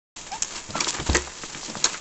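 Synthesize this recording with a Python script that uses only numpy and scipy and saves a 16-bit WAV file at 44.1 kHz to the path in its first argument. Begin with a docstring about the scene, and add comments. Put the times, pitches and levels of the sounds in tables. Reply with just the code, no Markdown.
"""Ferret play in a boxed tent

A hand plays with a ferret in a small fabric tent that stands in a cardboard box, indoors.
Filtered noise makes the sliding cloth, its snapping creases and the paws' knocks on cardboard.
Trains of ticks make the claws on the weave, and gliding harmonic tones a few short squeaks.
One pounce makes the box boom and the tent frame clatter, as sums of decaying modes."""
import sys
import numpy as np
from scipy import signal
from scipy.fft import rfft, irfft
from scipy.io import wavfile

SR = 44100
rng = np.random.default_rng(int(sys.argv[2]) if len(sys.argv) > 2 else 0)


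def dump(signal):
    """Clip the signal to [-1, 1] and save it as 16-bit WAV at the path in sys.argv[1]."""
    limited = np.clip(np.atleast_2d(signal).T, -1, 1)
    pcm = np.round(limited * 32767).astype(np.int16)
    wavfile.write(sys.argv[1], SR, pcm)


N = 88332  # samples
T, HZ = np.arange(N) / SR, np.fft.rfftfreq(N, 1 / SR)
EDGE_HZ = 8020  # upper band edge


def amp(db):
    """Converts a level in decibels to an amplitude gain."""
    return 10 ** (np.asarray(db) / 20)


def unit(x):
    """Normalizes to a root-mean-square value of 1."""
    return x / np.sqrt(np.mean(x ** 2) + 1e-20)


def read(points, hz):
    """Spectral envelope: gain interpolated in dB over log frequency."""
    point_hz, db = np.transpose(points)
    return amp(np.interp(np.log(hz + 1), np.log(point_hz), db))


def add(mix, s, sound):
    """Superposition: sums a sound into the mix from its onset time, in place."""
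    part = mix[round(s * SR):][:len(sound)]
    part += sound[:len(part)]


def colour(x, points):
    """Linear filtering: weights the spectrum of a full-length sound, then sets its rms to 1."""
    return unit(irfft(rfft(x) * read(points, HZ), N))


def wobble(seconds):
    """Low-pass noise: smooth random motion on a given time scale, at rms 1."""
    return unit(irfft(rfft(rng.standard_normal(N)) / (1 + (HZ * seconds) ** 2), N))


def burst(shape, rise, decay, size=8192):
    """Damped broadband impact: random-phase noise under a quick rise and exponential decay."""
    t, hz = np.arange(size) / SR, np.fft.rfftfreq(size, 1 / SR)
    env = (1 - np.exp(-t / rise)) * np.exp(-t / decay)
    env /= env.max()
    noise = irfft(shape(hz) * np.exp(2j * np.pi * rng.random(len(hz))))
    x = env * noise
    return x * np.linalg.norm(env) / np.linalg.norm(x)  # same energy as the envelope


def ring(blows, modes, rise):
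    """Modal superposition: each blow starts the same sum of exponentially decaying sines."""
    modal_sum = sum(amp(db - 60 * T / t60) * np.sin(2 * np.pi * hz * T) for hz, db, t60 in modes)
    tone = -(1 - np.exp(-T / rise)) * modal_sum
    out = np.zeros(N)
    for s, db in blows:
        add(out, s, amp(db) * tone)
    return out


# spectrum of the steady room sound: (frequency [Hz], level [dB])
ROOM_SPECTRUM = [(20, 5.5), (60, -5.5), (110, -8), (180, -9.5), (300, -13), (480, -9), (720, -10.5),
                 (1200, -19.5), (2000, -17), (2500, -19.5), (3400, -28.5), (7200, -6.5), (8000, -18)]


def room_tone():
    """Stationary background noise: Gaussian noise with a fixed spectral envelope."""
    return amp(-43.5) * colour(rng.standard_normal(N), ROOM_SPECTRUM)


def echoes(x, t60, taps_per_s):
    """Reverberation as convolution: sparse reflections of random sign decay 60 dB in t60 seconds."""
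    signs = (rng.random(N) < taps_per_s / SR) * rng.choice([-1, 1], N)
    taps = signs * amp(-60 * T / t60) * (T > .001)
    return signal.fftconvolve(x, taps / (np.linalg.norm(taps) + 1e-9))[:N]


# blows that make the box boom: (time [s], level [dB])
BOX_BLOWS = [(.992, -29.5), (1.0905, -14)]
# modes of the box: (frequency [Hz], level [dB], 60 dB decay time [s])
BOX_MODES = [(69.4, -3, 0.39), (80.7, 6.5, 0.1), (96.5, -14, 0.074), (40, -12, 0.29)]


def box_boom():
    """Low modal resonance: the box swells up slowly and rings at a few bass frequencies."""
    return ring(BOX_BLOWS, BOX_MODES, rise=0.011)


# blows that make the tent frame clatter: (time [s], level [dB])
FRAME_BLOWS = [(1.1485, -18.5), (1.155, -34.5)]
# modes of the frame: (frequency [Hz], level [dB], 60 dB decay time [s])
FRAME_MODES = [(358, -1, 0.15), (446.6, -5.5, 0.12), (486, -2.5, 0.1), (698, -3.5, 0.032),
               (1440, -17, 0.034), (1840, -3, 0.11), (1938, 3, 0.11), (2040, -20, 0.12), (2410, -13, 0.11)]


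def frame_clatter():
    """Modal resonance of a struck frame: a sharp onset excites modes in the middle range."""
    return ring(FRAME_BLOWS, FRAME_MODES, rise=0.00034)


# one glide per squeak: (time [s], pitch [Hz], level [dB])
SQUEAK_GLIDES = [
    [(.311, 687, -67), (.32, 775, -34), (.332, 780, -27.5), (.348, 902, -36), (.366, 910, -37.5),
     (.377, 895, -48)],
    [(.735, 1330, -61), (.757, 1363, -30), (.781, 1323, -35.5), (.801, 1116, -37), (.812, 974, -45),
     (.835, 990, -41)],
    [(.876, 966, -38), (.888, 976, -45), (.903, 970, -37)],
]
# levels of the harmonics, from the fundamental up: (level [dB])
HARMONICS_DB = [-7.5, -25, -22.5, -25.5]
PITCH_JITTER, JITTER_S = 0.0238, 0.003  # rms fraction of the pitch, time scale


def squeaks():
    """Harmonic series: thin gliding tones with weak overtones and an unsteady pitch."""
    out = np.zeros(N)
    for glide in SQUEAK_GLIDES:
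        s, hz, db = np.transpose(glide)
        pitch = np.interp(T, s, hz) * (1 + PITCH_JITTER * wobble(JITTER_S))
        turns = np.cumsum(pitch) / SR  # phase in cycles
        tone = sum(amp(level) * np.sin(2 * np.pi * k * turns) for k, level in enumerate(HARMONICS_DB, 1))
        out += unit(tone) * np.interp(T, s, amp(db), left=0, right=0)
    return out


# paws and body on cardboard: (time [s], level [dB], decay constant [s], pitch [Hz])
CARDBOARD_KNOCKS = [(0.691, -34, 0.04, 135), (.706, -31.5, 0.0027, 500), (.754, -21, 0.004, 740),
                    (0.755, -31.5, 0.033, 195), (.8712, -22, 0.0034, 920), (.869, -29.5, 0.011, 370),
                    (.935, -38, 0.0095, 400), (0.9851, -26, 0.0016, 1290), (.994, -29, 0.024, 190),
                    (.999, -29.5, 0.0092, 750), (1.089, -21.5, 0.024, 238), (1.094, -25, 0.0059, 704),
                    (1.13, -31, 0.0022, 600), (1.1474, -23.5, 0.016, 394), (1.132, -32, 0.029, 205),
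                    (1.1487, -23, 0.009, 2050), (1.1535, -19.5, 0.0046, 1850), (1.169, -46, 0.0068, 450),
                    (1.273, -32, 0.0067, 760), (1.4338, -28.5, 0.0038, 1240), (1.438, -33, 0.009, 260),
                    (1.547, -31.5, 0.0026, 1300), (1.553, -36.5, 0.024, 243), (1.631, -33.5, 0.004, 860),
                    (1.683, -34.5, 0.038, 226), (1.6995, -33.5, 0.0045, 550), (1.7535, -25.5, 0.0024, 950),
                    (1.754, -35, 0.036, 165), (1.768, -34.5, 0.011, 750), (1.843, -25.5, 0.011, 850),
                    (1.856, -23.5, 0.014, 1160), (1.848, -36, 0.032, 340), (1.9431, -29, 0.011, 1630)]
KNOCK_OCTAVES, KNOCK_RISE_S = 0.51, 0.00036  # resonance width, rise constant
KNOCK_BED_DB, KNOCK_LOW_CUT_HZ, KNOCK_HIGH_CUT_HZ = -9, 300, 2500


def thud(hz, pitch):
    """Spectrum of a damped panel: one wide resonance over a band-limited bed."""
    peak = np.exp(-.5 * (np.log2((hz + 1) / pitch) / KNOCK_OCTAVES) ** 2)
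    low_cut = hz / np.hypot(hz, KNOCK_LOW_CUT_HZ)
    bed = amp(KNOCK_BED_DB) * low_cut / np.hypot(1, hz / KNOCK_HIGH_CUT_HZ)
    return peak + bed / (1 + hz / (2 * pitch))


def knocks():
    """Heavily damped impact: dull blows on cardboard die away at once."""
    out = np.zeros(N)
    for s, db, decay, pitch in CARDBOARD_KNOCKS:
        add(out, s, amp(db) * burst(lambda hz: thud(hz, pitch), KNOCK_RISE_S, decay))
    return out


# broad bed of taut cloth, relative to its resonance peak: (frequency [Hz], level [dB])
CLOTH_BED = [(50, -39), (250, -23), (1000, -27.5), (2500, -11.5), (3800, -12.5), (5500, -8), (8000, -14)]


def crease(hz, pitch, width):
    """Spectrum of taut cloth: one resonance over a broad bed."""
    return np.exp(-.5 * ((hz - pitch) / width) ** 2) + read(CLOTH_BED, hz)


# claws over the weave: (time [s], length [s], level [dB], pitch [Hz], width [Hz],
# threads per second [1/s], unevenness [0-1])
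CLAW_STROKES = [(0.8047, 0.0078, -19, 5440, 1000, 1140, 0.03), (0.804, 0.011, -27.5, 2540, 248, 1167, 0.07),
                (0.879, 0.017, -28.5, 6200, 1200, 880, 0.28), (1.621, 0.048, -41.5, 4870, 750, 1560, 0.48),
                (1.842, 0.0071, -14, 6450, 650, 1100, 0.01), (1.8482, .012, -21, 6800, 600, 1000, 0.29),
                (1.841, 0.0072, -19.5, 4200, 400, 1200, .1), (1.849, 0.024, -28, 4100, 250, 1200, 0.13)]
STROKE_SKEW = 0.65  # below 1 the force peaks early in the stroke


def scratches(size=4096, count=120):
    """Quasi-periodic impulse excitation: a claw ticks from thread to thread, swelling and letting go."""
    out, hz = np.zeros(N), np.fft.rfftfreq(size, 1 / SR)
    for s, length, db, pitch, width, rate, uneven in CLAW_STROKES:
        gaps, force = rng.standard_normal((2, count))
        at = np.cumsum(np.exp(uneven * gaps)) / rate - .5 / rate
        swell = np.sin(np.pi * np.clip(at / length, 0, 1) ** STROKE_SKEW)
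        push = swell * np.exp(uneven * force)
        # each tick is a phase ramp in the spectrum, so it can fall between samples
        impulses = push @ np.exp(-2j * np.pi * np.outer(at, hz))
        ticks = irfft(impulses * crease(hz, pitch, width) * (hz < EDGE_HZ))
        add(out, s, amp(db) * unit(ticks) * np.sqrt(length * SR / size))  # level over the stroke
    return out


# creases snapping: (time [s], level [dB], decay constant [s], pitch [Hz])
CREASE_SNAPS = [(0.3185, -26.5, 0.0017, 5560), (0.4228, -10, 0.002, 6770), (0.426, -14, 0.00063, 6460),
                (0.4321, -12.5, 0.00082, 6500), (0.4472, -23.5, .0018, 6500), (.5585, -29.5, 0.0013, 4750),
                (0.706, -30, 0.0036, 4440), (0.845, -17, 0.0025, 3870), (.9012, -30, 0.00092, 7200),
                (0.9068, -12, 0.00051, 7200), (0.9417, -23.5, 0.0019, 6150), (0.9993, -24.5, 0.0036, 2970),
                (1.098, -20, 0.0016, 3500), (1.1313, -20, 0.0016, 4600), (1.1477, -12, 0.0016, 7400),
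                (1.153, -18.5, 0.0036, 5200), (1.159, -22, 0.0022, 7200), (1.169, -11, 0.0015, 7170),
                (1.2208, -25.5, 0.0013, 6060), (1.531, -35, .002, 5000), (1.548, -28, 0.0026, 2480),
                (1.699, -27.5, 0.0026, 5300)]
SNAP_WIDTH_HZ, SNAP_RISE_S = 690, 0.00011


def snaps():
    """Sudden release of tension: creases flip over with short bright cracks."""
    out = np.zeros(N)
    for s, db, decay, pitch in CREASE_SNAPS:
        add(out, s, amp(db) * burst(lambda hz: crease(hz, pitch, SNAP_WIDTH_HZ), SNAP_RISE_S, decay))
    return out


# sliding cloth: (time [s], treble level [dB], middle level [dB])
CLOTH_SLIDES = [(0.169, -35.5, -43), (.21, -40, -46.5), (.25, -47.5, -50), (0.281, -40, -44.5),
                (.306, -53, -50.5), (.328, -36, -41), (.41, -47, -48), (.45, -42.5, -43),
                (.475, -38.5, -49.5), (0.547, -38, -40), (0.57, -32, -37.5), (0.622, -45, -47.5),
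                (.70, -41.5, -47), (.745, -42, -42), (.76, -32.5, -29), (.798, -34, -37.5),
                (.815, -28, -27.5), (.838, -38, -41), (.862, -34, -37), (0.888, -21.5, -37.5),
                (0.914, -35.5, -45.5), (.938, -35.5, -37), (.948, -28, -28.5), (0.973, -38, -36.5),
                (1.0, -38.5, -36), (1.03, -36.5, -43), (1.058, -38, -47.5), (1.069, -31, -30),
                (1.09, -36, -49), (1.12, -34.5, -39), (1.175, -30.5, -29), (1.21, -37, -41.5),
                (1.25, -40, -43), (1.33, -43, -45.5), (1.44, -35, -46.5), (1.51, -40.5, -45),
                (1.56, -38.5, -42.5), (1.61, -39.5, -47), (1.66, -33.5, -44.5), (1.735, -41.5, -44),
                (1.775, -35, -50.5), (1.825, -40.5, -41), (1.875, -33.5, -41.5), (1.916, -35.5, -38),
                (1.94, -33, -40), (1.965, -36.5, -47.5), (2.0, -45, -46)]
# spectrum of the bright hiss: (frequency [Hz], level [dB])
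HISS_SPECTRUM = [(900, -34), (2000, -20.5), (2800, -3), (4300, -0.5), (5400, -0.5), (7300, 4), (8200, -5)]
# spectrum of the duller scuff: (frequency [Hz], level [dB])
SCUFF_SPECTRUM = [(50, -28), (130, -5.5), (200, -4), (350, -1), (520, -6.5), (700, -6), (950, -1),
                  (1600, -5), (2400, -6), (4000, -23.5), (8000, -37)]
CLICKS_PER_S, CLICK_SPREAD_DB, CLICK_SHARE = 2500, 3, 0.38  # share of the power
FLUTTER_DB, FLUTTER_S = 2.17, 0.0056  # rms level change, time scale


def cloth():
    """Friction noise: a wash and tiny fibre clicks drive both a bright hiss and a duller scuff."""
    s, treble, middle = np.transpose(CLOTH_SLIDES)
    signs = (rng.random(N) < CLICKS_PER_S / SR) * rng.choice([-1, 1], N)
    clicks = signs * amp(CLICK_SPREAD_DB * np.minimum(rng.exponential(1, N), 4))
    wash = rng.standard_normal(N)
    friction = np.sqrt(CLICK_SHARE) * unit(clicks) + np.sqrt(1 - CLICK_SHARE) * wash
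    drive = friction * amp(FLUTTER_DB * wobble(FLUTTER_S))
    hiss = colour(drive, HISS_SPECTRUM) * amp(np.interp(T, s, treble))
    scuff = colour(drive, SCUFF_SPECTRUM) * amp(np.interp(T, s, middle))
    return hiss + scuff


def scene():
    """Direct and reflected sound: the scuffle, the near walls of the box, and the room."""
    direct = cloth() + snaps() + scratches() + knocks() + squeaks() + frame_clatter()
    walls = amp(-14.5) * echoes(direct, t60=0.04, taps_per_s=1500)
    room = amp(-15) * echoes(direct, t60=0.24, taps_per_s=2500)
    return (direct + walls + room + box_boom() + room_tone())[None]


START_S, FADE_S = 0.16, 0.0055
OVERLOAD = .8  # amplitude that the rounded peaks approach
LEAK_HZ, LEAK_DB = 11200, -35.5  # upper limit and level of the weak leak above the edge


def record(dry):
    """Soft saturation and band limiting: after a short silence, peaks are rounded and
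    a steep low-pass dulls the sound, with a weak leak above it."""
    live = dry * np.clip((T - START_S) / FADE_S, 0, 1)
    rounded = live / (1 + (live / OVERLOAD) ** 4) ** (1 / 4)
    lowpass = signal.firwin(255, EDGE_HZ, window=("kaiser", 7), fs=SR)
    leak = signal.firwin(255, LEAK_HZ, window=("kaiser", 7), fs=SR)
    return signal.oaconvolve(rounded, (lowpass + amp(LEAK_DB) * leak)[None], "same")


dry = scene()
out = record(dry)
dump(out)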